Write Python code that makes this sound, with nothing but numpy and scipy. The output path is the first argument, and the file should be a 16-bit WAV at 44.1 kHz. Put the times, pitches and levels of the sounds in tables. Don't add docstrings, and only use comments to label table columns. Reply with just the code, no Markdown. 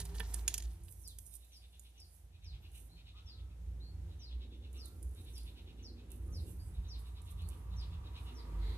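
import sys
import numpy as np
from scipy import signal
from scipy.fft import rfft, irfft, next_fast_len
from scipy.io import wavfile
from scipy.ndimage import uniform_filter1d

SR = 44100
rng = np.random.default_rng(int(sys.argv[2]) if len(sys.argv) > 2 else 0)


def field_ratio(decibels):
    return 10 ** (np.asarray(decibels, dtype=float) / 20)


def put_to_file(sound):
    columns = np.atleast_2d(sound).T
    safe = np.clip(columns, -1, 1)
    whole_steps = np.round(safe * 32767)
    wavfile.write(sys.argv[1], SR, whole_steps.astype(np.int16))


N = 386757
PAD = next_fast_len(N)

# (time [s], bright peak [dB], favoured mode [Hz], body minus bright [dB])
CLACKS = [(.002, -39.5, 9580, -15), (0.013, -47.5, 8720, -7), (0.0523, -47.5, 10300, -12),
          (0.1456, -67, 10300, 8), (0.197, -44, 9400, -15), (0.2022, -56.5, 10900, 17.5),
          (.3385, -44, 10300, -12), (0.3421, -33, 12300, -25), (0.4787, -26, 7600, -10.5),
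          (0.5405, -31, 6700, -9.5), (0.5793, -34, 6100, -13.5), (0.6028, -51, 6250, -5),
          (0.623, -49, 6180, -9), (.637, -56, 7050, -12), (.65, -59, 6180, -17), (0.8832, -68, 10700, 11),
          (1.1862, -42.5, 11300, -17.5)]
# (time [s], bright peak [dB], favoured mode [Hz])
TICKS = [(0.835, -58, 9840), (0.9017, -63, 13300), (0.924, -46, 8900), (1.0765, -41, 8600),
         (1.082, -44, 9660), (1.2566, -60, 9480), (1.265, -51, 11600), (1.3379, -50, 10450),
         (1.3542, -45.5, 10300), (1.365, -48, 10200), (1.7954, -49, 9400), (2.001, -55.5, 9750),
         (2.444, -69.5, 9850), (2.0977, -74, 10800), (2.7178, -63, 10200), (2.7532, -64, 9730),
         (4.73, -57.5, 9400), (4.847, -60, 8990), (4.856, -46.5, 11080), (4.881, -55, 12300),
         (5.0285, -49, 9400), (5.1479, -62, 9400), (5.2481, -60.5, 11230), (5.3799, -47.5, 10090),
         (5.4316, -57.5, 9600), (6.087, -74, 10120), (6.104, -61, 12000), (6.117, -50, 10440),
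         (6.9858, -72, 10200), (6.9905, -65, 13120), (7.2182, -55, 11000), (7.307, -61, 9300),
         (7.313, -59, 13300), (7.319, -60, 9600), (7.42, -58.5, 9755), (7.4754, -66, 9890),
         (7.4879, -47.5, 11230), (7.501, -57, 10500), (7.8117, -61.5, 9560)]
# (frequency [Hz], width [Hz], level [dB])
FRAME_MODES = [(3280, 250, 0), (4070, 180, -27), (4350, 610, -1), (6100, 530, 8), (7270, 260, 1),
               (6950, 120, -1.5), (9300, 360, -8), (9400, 400, 5.5), (10300, 400, 7.5), (11300, 640, 7.5),
               (13300, 530, 7)]
# (time [s], peak [dB])
KNOCKS = [(.003, -43.5), (.053, -54), (0.146, -49), (.157, -48), (.197, -40), (0.202, -34), (.206, -42),
          (0.228, -47.5), (.341, -46), (.479, -44), (.541, -50), (0.579, -55)]
# (frequency [Hz], level [dB], t60 [s])
TABLE_MODES = [(173, -2, 0.2), (375, -3, 0.07), (435, -3.5, 0.1), (928, 4, 0.039), (1380, -3, 0.041),
               (1770, 6, 0.04), (2870, 3, .025), (3300, 1, .02)]
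# (peak time [s], fine rub [dB], scrape [dB], rise [s/10 dB], fall [s/10 dB])
SCRAPES = [
    (0.001, -54, -49, 0.0092, 0.017),
    (0.059, -61, -66.5, 0.062, 0.072),
    (0.152, -56, -56.5, 0.0054, 0.068),
    (.25, -81, -60, 0.05, 0.048),
    (.31, -60.5, -87, 0.032, 0.2),
    (0.408, -57.5, -64.5, 0.18, 0.01),
    (.51, -64, -55.5, 0.019, 0.11),
    (.65, -73, -67, 0.12, 0.011),
]
# (frequency [Hz], density [dB/Hz])
SCRAPE_SPECTRUM = [(410, -47), (700, 2.5), (1320, -76), (1770, -2.5), (2080, -12), (3920, -1.5),
                   (5710, -5.5), (6080, -5), (8000, -14), (10400, -39), (17600, -120)]
# (peak time [s], level [dB], rise [s/10 dB], fall [s/10 dB], singing region [Hz])
SLIDES = [(.7, -66, 0.053, 0.12, 9400), (.85, -63, 0.015, 0.046, 10010), (.915, -57.5, .03, 0.023, 12500),
          (1.02, -61, 0.074, .07, 11400), (1.08, -60, .006, 0.026, 9200), (1.2, -60.5, .01, .06, 11500),
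          (1.27, -58, .03, .03, 10500), (1.355, -51.5, 0.038, 0.017, 10300), (1.42, -68, .08, 0.32, 9900),
          (1.82, -67, .02, 0.071, 9530), (2.16, -65.5, 0.097, .073, 10000),
          (2.77, -58.5, 0.035, 0.082, 10300), (4.74, -70.5, .02, 0.52, 10200),
          (4.875, -61, .02, 0.046, 11500), (5.05, -69.5, .03, .2, 9300), (5.21, -65.5, 0.053, .12, 11300),
          (5.37, -63.5, 0.066, 0.11, 10300), (6.13, -66, 0.017, .08, 10580), (6.35, -69, 0.14, 0.11, 9800),
          (6.51, -61.5, 0.11, 0.061, 10400), (6.66, -69, 0.095, 0.14, 10000),
          (7.0, -66, 0.023, 0.041, 11500), (7.07, -70.5, .04, 0.12, 9910), (7.24, -67, 0.019, 0.072, 9490),
          (7.315, -58, .015, 0.019, 11700), (7.5, -70, 0.21, .2, 10000), (8.23, -69.5, 0.078, 0.17, 9900),
          (8.77, -79, 0.33, .093, 10010)]
# (frequency [Hz], density [dB/Hz])
SKIN_SPECTRUM = [(4500, -22), (6300, -12), (7600, -14.5), (9000, -11), (10500, -10.5), (12100, -13),
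                 (13800, -14), (15000, -10)]
# (time [s], pitch [Hz], level [dB])
SQUEAKS = [
    [(2.59, 11120, -100), (2.63, 12800, -78), (2.68, 13100, -85), (2.77, 12210, -84), (2.79, 12000, -100)],
    [(6.57, 11300, -100), (6.6, 11400, -75), (6.65, 11500, -76), (6.67, 11500, -100)],
]
# (frequency [Hz], left minus right [dB])
PORTS = [(1500, -6.5), (3000, -4), (5000, -0.5), (6500, 2.5), (8000, -21), (11000, -27), (15000, -16)]
# (time [s], engine load [dB], tyre nearness [dB])
ROAD = [(0.0, -53, -70), (0.34, -54.5, -62.5), (0.85, -60, -79.5), (1.39, -69, -82.5), (2.42, -63, -82.5),
        (2.55, -54, -76.5), (2.86, -64, -79.5), (3.74, -52, -77), (4.52, -58.5, -76.5), (5.01, -52, -75.5),
        (6.13, -56.5, -75.5), (6.34, -43.5, -72), (6.58, -51.5, -72.5), (7.2, -51, -73.5),
        (7.77, -49, -68.5), (8.15, -51, -69), (8.45, -52.5, -65), (8.62, -50, -66.5), (8.77, -47, -65.5)]
# (peak time [s], level [dB], rise [s/10 dB], pitch [Hz])
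SURGES = [(.05, -41, 0.13, 56.36), (.35, -38, 0.23, 56), (.66, -35.5, -0.05, 57.1), (.98, -49, -0.19, 53.7),
          (1.21, -58.5, -0.7, 56.9), (1.34, -56.5, -0.12, 57.4), (1.728, -59, 0.32, 60.6),
          (2.0, -61, 0.76, 57.9), (2.25, -55.5, 0.04, 55.6), (2.54, -41, 0.02, 56.2),
          (2.66, -56.5, 0.48, 53.9), (2.82, -56.5, -0.18, 55.04), (3.05, -60.5, 0.4, 57.25),
          (3.25, -43, 0.01, 58), (3.44, -44, 0.11, 59.03), (3.73, -44.5, 0.2, 58.93), (3.92, -55, 0.45, 60),
          (4.04, -41, -0.05, 60.7), (4.36, -39, 0.06, 61.35), (4.55, -48, 0.36, 61),
          (4.759, -43, 0.11, 63.97), (5.061, -38.5, 0.04, 61.3), (5.3, -51, 0.3, 58),
          (5.43, -46, 0.06, 55.9), (5.62, -54, 0.84, 56.2), (5.8, -52.5, 0.1, 56.96),
          (6.0, -62, -0.2, 57.4), (6.19, -44, 0.07, 58.1), (6.35, -48, -0.33, 58.65),
          (6.55, -42.5, .04, 65.1), (6.789, -33.5, 0.02, 57.65), (6.98, -42, 0.14, 56.64),
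          (7.1, -50, 0.1, 65), (7.23, -47.5, 0, 59.5), (7.4, -46.5, 0.12, 57.9), (7.58, -49, -0.65, 57.8),
          (7.72, -43, 0.16, 56.53), (7.82, -45, -0.36, 62.3), (8.04, -49, -0.03, 66.4),
          (8.25, -49, 0.22, 61.8), (8.38, -48.5, 0.02, 62.24), (8.6, -34.5, -0.14, 52.64),
          (8.7, -36.5, 0.03, 52.8)]
# (peak time [s], level [dB], rise [s/10 dB], fall [s/10 dB], frequency [Hz])
OVERTONES = [(8.56, -57.5, 0.0838, 0.15, 166), (8.61, -61, 0.043, 0.043, 340), (8.7, -63, 0.072, .1, 445),
             (5.98, -66, 0.27, .35, 236), (6.25, -65.5, .15, 0.094, 340), (7.45, -61, 0.09, 0.1, 178),
             (7.75, -61, 0.082, .2, 172), (6.5, -57.5, 0.052, .06, 175), (0.027, -58, .1, 0.14, 163),
             (0.085, -65, .2, 0.35, 405), (0.752, -69, .3, .12, 340), (0.706, -65, .2, 0.14, 170),
             (4.05, -65, .15, 0.14, 170), (2.95, -68.5, 0.086, .08, 172)]
# (frequency [Hz], density [dB/Hz])
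ROOM_SPECTRUM = [(28, -33), (40, -6), (52, -1.5), (68, -2), (84, 5), (98, -5.5), (113, -9.5), (135, -15.5),
                 (155, -19), (172, -12), (195, -29), (240, -66.5)]
# (frequency [Hz], density [dB/Hz])
ROAR_SPECTRUM = [(120, -42), (200, 1), (237, 4), (290, 0), (338, 3.5), (390, -2.5), (446, -1), (500, -5),
                 (600, -12.5), (800, -49)]
# (peak time [s], level [dB], rise [s/10 dB], fall [s/10 dB])
GEAR = (6.5, -60.5, -0.17, -0.08)
# (peak time [s], level [dB], rise [s/10 dB], fall [s/10 dB])
LORRY = (8.5, -60, 0.05, 1)
# (frequency [Hz], density [dB/Hz])
TYRE_SPECTRUM = [(450, -17), (750, 1), (850, -2), (980, -0.5), (1070, -6.5), (1170, -5), (1500, -7),
                 (2050, -9), (2600, -10.5), (4000, -16), (6000, -20.5)]
# (time [s], level [dB])
TREAD = [(6.7, -88), (7.05, -73.5), (7.6, -73), (8.1, -71), (8.77, -69.5)]
# (frequency [Hz], density [dB/Hz])
TREAD_SPECTRUM = [(800, -23), (960, 4.5), (1050, -7), (1150, 2.5), (1350, -9.5), (1500, -35.0)]
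# (time [s], level [dB])
BRAKE = [(8.33, -100), (8.4, -65.5), (8.5, -81), (8.58, -81), (8.63, -63.5), (8.7, -60.5), (8.77, -65)]
# (frequency [Hz], density [dB/Hz])
BRAKE_SPECTRUM = [(1400, -10), (2050, 18.0), (2600, 1.0), (3300, 12.5), (4000, 19.5), (4700, 10.0), (5600, -8.0)]
# (time [s], firing rate [Hz])
FIRING_RATE = [(2.6, 29.2), (3.5, 29.6), (4.1, 30.2), (4.9, 30.9), (5.3, 31.0), (5.55, 28.4), (6.0, 29.6),
               (6.4, 30.4)]
# (time [s], level [dB])
ENGINE_LEVEL = [(2.6, -83), (3.3, -85.5), (4.4, -74), (5.3, -76), (5.9, -70.5), (6.25, -72.5), (6.4, -82)]
# (frequency [Hz], density [dB/Hz])
ENGINE_SPECTRUM = [(90, -40), (150, -7.0), (240, 11.0), (370, 8.0), (460, -20.0), (700, -60)]
# (first note [s], last note [s], low band at first note [dB], at last note [dB],
# upper band at its height [dB])
CHATTER = [(1.344, 1.983, -92, -77.5, -74.5), (2.358, 2.772, -78, -68.5, -79),
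           (2.997, 3.405, -79, -89, -67.5), (3.523, 3.53, -81.5, -80, -97), (4.127, 4.775, -104, -71, -69),
           (5.193, 5.811, -82, -78.5, -69), (6.002, 6.121, -82, -79, -73), (6.413, 6.49, -97, -80, -74),
           (6.772, 6.77, -93, -90, -70), (6.87, 7.531, -101, -74.5, -69.5), (7.74, 7.943, -97, -76, -66.5),
           (8.073, 8.293, -75, -65, -70)]
# (frequency [Hz], width [Hz])
THROAT = [
    (2640, 400),
    (2900, 440),
    (3700, 340),
    (3450, 400),
]
# (start [s], length [s], first pitch [Hz], last pitch [Hz], level [dB])
FALLS = [(1.03, .12, 6200, 3010, -55.5), (1.518, .085, 6400, 4400, -59), (1.975, .085, 6290, 4260, -58),
         (2.436, .11, 6400, 3360, -57), (3.258, .12, 5900, 3672, -56.5), (4.191, .13, 6340, 3570, -55.5),
         (4.77, .12, 6300, 3460, -54.5), (5.332, 0.086, 6300, 4090, -55.5),
         (5.825, .085, 6430, 3920, -53.5), (6.321, .1, 6470, 3670, -54), (6.881, 0.098, 6400, 3505, -52),
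         (7.761, 0.088, 6370, 4020, -55), (8.341, .087, 6300, 4350, -59)]
# (start [s], length [s], first pitch [Hz], last pitch [Hz], level [dB])
RISES = [
    (2.89, 0.098, 3750, 4290, -65),
    (3.136, 0.096, 1132, 1290, -67.5),
    (3.201, 0.43, 1290, 1302, -78.5),
    (3.798, 0.12, 3756, 4404, -59),
    (4.72, 0.3, 1000, 1376, -75.5),
    (6.269, 0.11, 743, 747, -73),
    (6.272, 0.0974, 1192, 1264, -70),
    (6.588, 0.055, 4570, 4843, -64),
    (7.407, 0.091, 3790, 4430, -63),
    (8.303, 0.11, 236, 257.7, -52.5),
]
# (frequency [Hz], density [dB/Hz])
HISS_SPECTRUM = [(880, -64), (1500, -14.5), (3640, -9.5), (4810, -14), (6000, -11.5), (7210, -13),
                 (8580, -12.5), (10800, -12), (13800, -16.5), (15000, -46)]


def curve(table, column=-1):
    rows = np.array(table)
    return np.interp(np.arange(N) / SR, rows[:, 0], rows[:, column], -140, -140)


def on_bins(points):
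    rows = np.array(points)
    bins_hz = np.arange(PAD // 2 + 1) * SR / PAD
    return np.interp(np.log(bins_hz + 1), np.log(rows[:, 0]), rows[:, 1])


def coloured(points, x=None):
    source = rng.standard_normal(N) if x is None else x
    y = irfft(rfft(source, PAD) * field_ratio(on_bins(points)), PAD)[..., :N]
    return y / np.std(y)


def wide(points, side_db):
    return coloured(points) + field_ratio(side_db) * coloured(points) * np.array([[1], [-1]])


def walk(rate_hz):
    k = int(SR / rate_hz)
    steps = np.repeat(rng.standard_normal(N // k + 1), k)
    return 1.277 * uniform_filter1d(uniform_filter1d(steps, k), k)[:N]


def swells(rows, weight=1):
    t = np.arange(0, N, 80) / SR
    s, db, rise, fall = np.array(rows).T[:, :, None]
    away = np.maximum((s - t) / np.abs(rise), (t - s) / np.abs(fall))
    power = field_ratio(2 * db - 20 * away)
    return np.interp(np.arange(N) / SR, t, (weight * power).sum(axis=0)) + 1e-30


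def tone(hz, db, waver_hz, waver_db):
    hz = np.maximum(hz, 0) + waver_hz * walk(12)
    level = np.sqrt(2) * field_ratio(db + waver_db * walk(19))
    return level * np.sin(2 * np.pi * np.cumsum(hz) / SR)


def band(x, hz, width_hz):
    edges_hz = [hz - width_hz / 2, hz + width_hz / 2]
    return signal.sosfilt(signal.butter(2, edges_hz, "band", fs=SR, output="sos"), x)


def high_pass(x, order, edge_hz):
    return signal.sosfilt(signal.butter(order, edge_hz, "high", fs=SR, output="sos"), x)


def echoes(x, t60):
    t = np.arange(SR // 2) / SR
    tail = rng.standard_normal((2, len(t))) * field_ratio(-60 * t / t60) * np.minimum(t / .001, 1)
    return signal.fftconvolve(x[None], tail / np.linalg.norm(tail[0]), axes=1)[:, :N]


def add(out, s, sound):
    i = max(int(s * SR), 0)
    out[i:i + len(sound)] += sound[:len(out) - i]


def frame_ticks():
    out, t = np.zeros(N), np.arange(1500) / SR
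    hz, width_hz, db = np.array(FRAME_MODES).T[:, :, None]
    bright = hz[:, 0] > 5800
    held_body_db = -30
    hits = [(*clack, False) for clack in CLACKS] + [(*tick, held_body_db, True) for tick in TICKS]
    for s, peak_db, struck_hz, body_db, held in hits:
        impacts = rng.standard_normal(300)
        if held:
            blow = impacts ** 3 * np.exp(-t[:300] / .002)
        else:
            blow = impacts * np.abs(impacts) * np.exp(-t[:300] / .0035)
        octaves_off = np.abs(np.log2(hz / struck_hz)) * bright[:, None]
        gain_db = db + 4 * rng.standard_normal((len(hz), 1)) - 15 * octaves_off
        rings = field_ratio(gain_db) * np.exp(-np.pi * 2 * width_hz * t) * np.sin(2 * np.pi * hz * t)
        rings[:, 0] = field_ratio(gain_db[:, 0])
        bright_edge_hz = 7600 if held else 5900
        for group, edge_hz, level_db in ((bright, bright_edge_hz, peak_db), (~bright, 1500, peak_db + body_db)):
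            sound = high_pass(np.convolve(blow, rings[group].sum(axis=0)), 4, edge_hz)
            add(out, s, sound / np.abs(sound).max() * field_ratio(level_db + 8.0))
    return out


def knocks():
    out, t = np.zeros(N), np.arange(6000) / SR
    modes = sum(field_ratio(db - 60 * t / t60) * np.sin(2 * np.pi * hz * t) for hz, db, t60 in TABLE_MODES)
    ring = modes * np.minimum(t / 0.0019, 1)
    for s, db in KNOCKS:
        add(out, s, field_ratio(db) * ring / np.abs(ring).max())
    return out


def rubbing():
    crackle_db = np.array([2, 5]).reshape(2, 1, 1)
    size_db = np.minimum(crackle_db * rng.exponential(size=(2, 2, N)), 24)
    skin_grains, table_grains = rng.standard_normal((2, 2, N)) * field_ratio(size_db)
    slip_rows = [(s, db - 19, 0.0034, 0.08) for s, db, hz in TICKS]
    slips = swells(slip_rows + [(s, db, rise, fall) for s, db, _, rise, fall in SCRAPES])
    coarse = np.sqrt(swells([(s, db, rise, fall) for s, _, db, rise, fall in SCRAPES]))
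    fine, slides, skin = coloured(SKIN_SPECTRUM, skin_grains), np.array(SLIDES), 0
    for k, hz in enumerate(range(4600, 14600, 700)):
        octaves_off = np.abs(np.log2(hz / slides[:, -1:]))
        favour = field_ratio(4 - 10.5 * octaves_off) ** 2
        level = np.sqrt(slips + swells(slides[:, :-1], favour)) * field_ratio(2.6 * walk(16))
        skin = skin + (-1) ** k * band(fine, hz, 600) * level
    skin = skin * field_ratio(-.6 + 1.5 * walk(120))
    table = coloured(SCRAPE_SPECTRUM, table_grains) * coarse * field_ratio(3.5 * walk(110))
    squeaks = sum(tone(curve(row, column=1), curve(row), waver_hz=60.0, waver_db=5.0) for row in SQUEAKS)
    return skin + table + squeaks


def engine_notes():
    power = swells([(s, db, rise, 1.16 * rise) for s, db, rise, hz in SURGES])
    weighted = swells([(s, db, rise, 1.16 * rise) for s, db, rise, hz in SURGES], weight=np.array(SURGES)[:, -1:])
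    pitch_hz = weighted / power
    boom = tone(pitch_hz, 10 * np.log10(power), waver_hz=1.0, waver_db=1.5)
    rumble = field_ratio(curve(ROAD, column=1) + 2.5 + 2.27 * walk(7)) * wide(ROOM_SPECTRUM, side_db=-22.5)
    overtones = sum(tone(hz, 10 * np.log10(swells([swell])), waver_hz=3.93, waver_db=4.0)
                    for *swell, hz in OVERTONES)
    return boom + rumble + overtones


def slow_engine():
    rate_hz = np.maximum(curve(FIRING_RATE), 1) * (1 + .003 * walk(8))
    turns = np.cumsum(rate_hz) / SR
    firings = np.diff(np.floor(turns), prepend=0) * field_ratio(1.5 * rng.standard_normal(N))
    return field_ratio(curve(ENGINE_LEVEL)) * coloured(ENGINE_SPECTRUM, firings)


def exhaust_roar():
    load_db, near_db = curve(ROAD, column=1), curve(ROAD)
    passing = field_ratio(near_db + 0.27 * (load_db - near_db) - 2)
    level = passing + field_ratio(curve(ENGINE_LEVEL) + 1.5) + np.sqrt(swells([LORRY, GEAR]))
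    return level * field_ratio(1.5 * walk(9) + .8 * walk(3)) * wide(ROAR_SPECTRUM, side_db=-11.0)


def tyres():
    rolling = field_ratio(curve(ROAD) + walk(8)) * wide(TYRE_SPECTRUM, side_db=-3.0)
    return rolling + field_ratio(curve(TREAD) + walk(3.0)) * wide(TREAD_SPECTRUM, side_db=-0.5)


def traffic():
    brake = field_ratio(curve(BRAKE)) * wide(BRAKE_SPECTRUM, side_db=-2.0)
    return engine_notes() + slow_engine() + exhaust_roar() + tyres() + brake


def chatter():
    phase = np.cumsum(92 * (1 + 0.11 * walk(60))) / SR % 1
    rasp = rng.standard_normal(N) * (1.0 + np.exp(-phase / 0.6))
    breath = 0.64 * band(rasp, 3324, 1430)
    voices = np.array([band(rasp, hz, width_hz) + breath for hz, width_hz in THROAT])
    t = np.arange(-2200, 2200) / SR
    swell, gains = np.exp(-(t / 0.026) ** 2), np.zeros((len(THROAT), N))
    note_gap_s, slowing, upper_height, upper_arch_db, scatter_db = .105, 0.023, 0.44, -16, 1
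    for first, last, first_db, last_db, upper_db in CHATTER:
        for u in np.linspace(0, 1, round((last - first) / note_gap_s) + 1):
            s = first + (last - first) * (u - 4 * slowing * u * (1 - u)) + t[0] - .008
            scatter = rng.standard_normal(3)
            closed = np.pi / 2 * np.clip(u + .25 * scatter[2], 0, 1)
            low = field_ratio(4.5 + first_db + (last_db - first_db) * u + scatter_db * scatter[0])
            high = field_ratio(3.5 + upper_db + upper_arch_db * (u - upper_height) ** 2 + scatter_db * scatter[1])
            mouth = np.array([np.cos(closed), np.sin(closed)])
            for gain, size in zip(gains, (*(low * mouth), *(high * mouth))):
                add(gain, s, swell * size)
    return (gains * voices / voices.std(axis=1, keepdims=True)).sum(axis=0)


def whistles():
    out = np.zeros(N)
    flutter_hz, waver = 170 * (1 + 0.255 * walk(50)), walk(700)
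    calls = [(*fall, 0.52) for fall in FALLS] + [(*rise, 0.71) for rise in RISES]
    for s, length, first_hz, last_hz, db, buzz in calls:
        p = np.arange(int(length * SR)) / (length * SR)
        falling = last_hz < first_hz
        bend = 1.5 if falling else 4.0
        near = slice(int(s * SR), int(s * SR) + len(p))
        glide_hz = last_hz + (first_hz - last_hz) * (1 - p) ** bend
        hz = glide_hz * (1 + .03 * buzz * waver[near])
        chop = 1 + buzz * np.sin(2 * np.pi * np.cumsum(flutter_hz[near]) / SR)
        if falling:
            chop = chop * field_ratio(3.5 - 15 * np.abs(np.log2(hz / 4800)))
        swell = np.sin(np.pi * p ** 0.75) ** 0.7
        add(out, s, field_ratio(db) * swell * chop * np.sin(2 * np.pi * np.cumsum(hz) / SR))
    return out


def microphone_hiss():
    spectrum = [(300, -3.0), (800, -2.5)] + HISS_SPECTRUM
    ports = np.array([field_ratio(walk(11)) * coloured(spectrum) for _ in range(2)])
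    return field_ratio(-75.5 + 0.79 * walk(3.23)) * ports


def scene():
    ticks = frame_ticks() + knocks()
    rub, other = rubbing()
    hands = field_ratio(-.3) * ticks + field_ratio(-8) * echoes(ticks, t60=.025) + field_ratio(-12) * echoes(ticks, t60=.16)
    hands += np.array([(rub + other) / np.sqrt(2), rub])
    left = field_ratio(on_bins(PORTS))
    port_gains = np.array([2 * left, 2 + 0 * left]) / (1 + left)
    near = irfft(rfft(hands, PAD) * port_gains, PAD)[:, :N] * field_ratio(-0.5)
    notes, song = field_ratio(-1.0) * chatter(), whistles()
    birds = notes + field_ratio(-4) * song + echoes(field_ratio(-2) * notes + field_ratio(-6) * song, t60=.28)
    far = traffic() * field_ratio([[-.8], [.8]]) + birds * field_ratio([[.4], [-.4]])
    lag = 5
    return np.array([np.roll(near[0], lag // 2) + np.roll(far[0], lag), near[1] + far[1]])


def low_pass(x):
    return signal.sosfilt(signal.butter(12, 15590, fs=SR, output="sos"), x)


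def record(dry):
    cut = high_pass(dry + microphone_hiss(), 2, 36)
    mix = signal.sosfilt(signal.ellip(10, .3, 45, 14300, fs=SR, output="sos"), cut)
    return low_pass(mix)


dry = scene()
out = record(dry)
put_to_file(out)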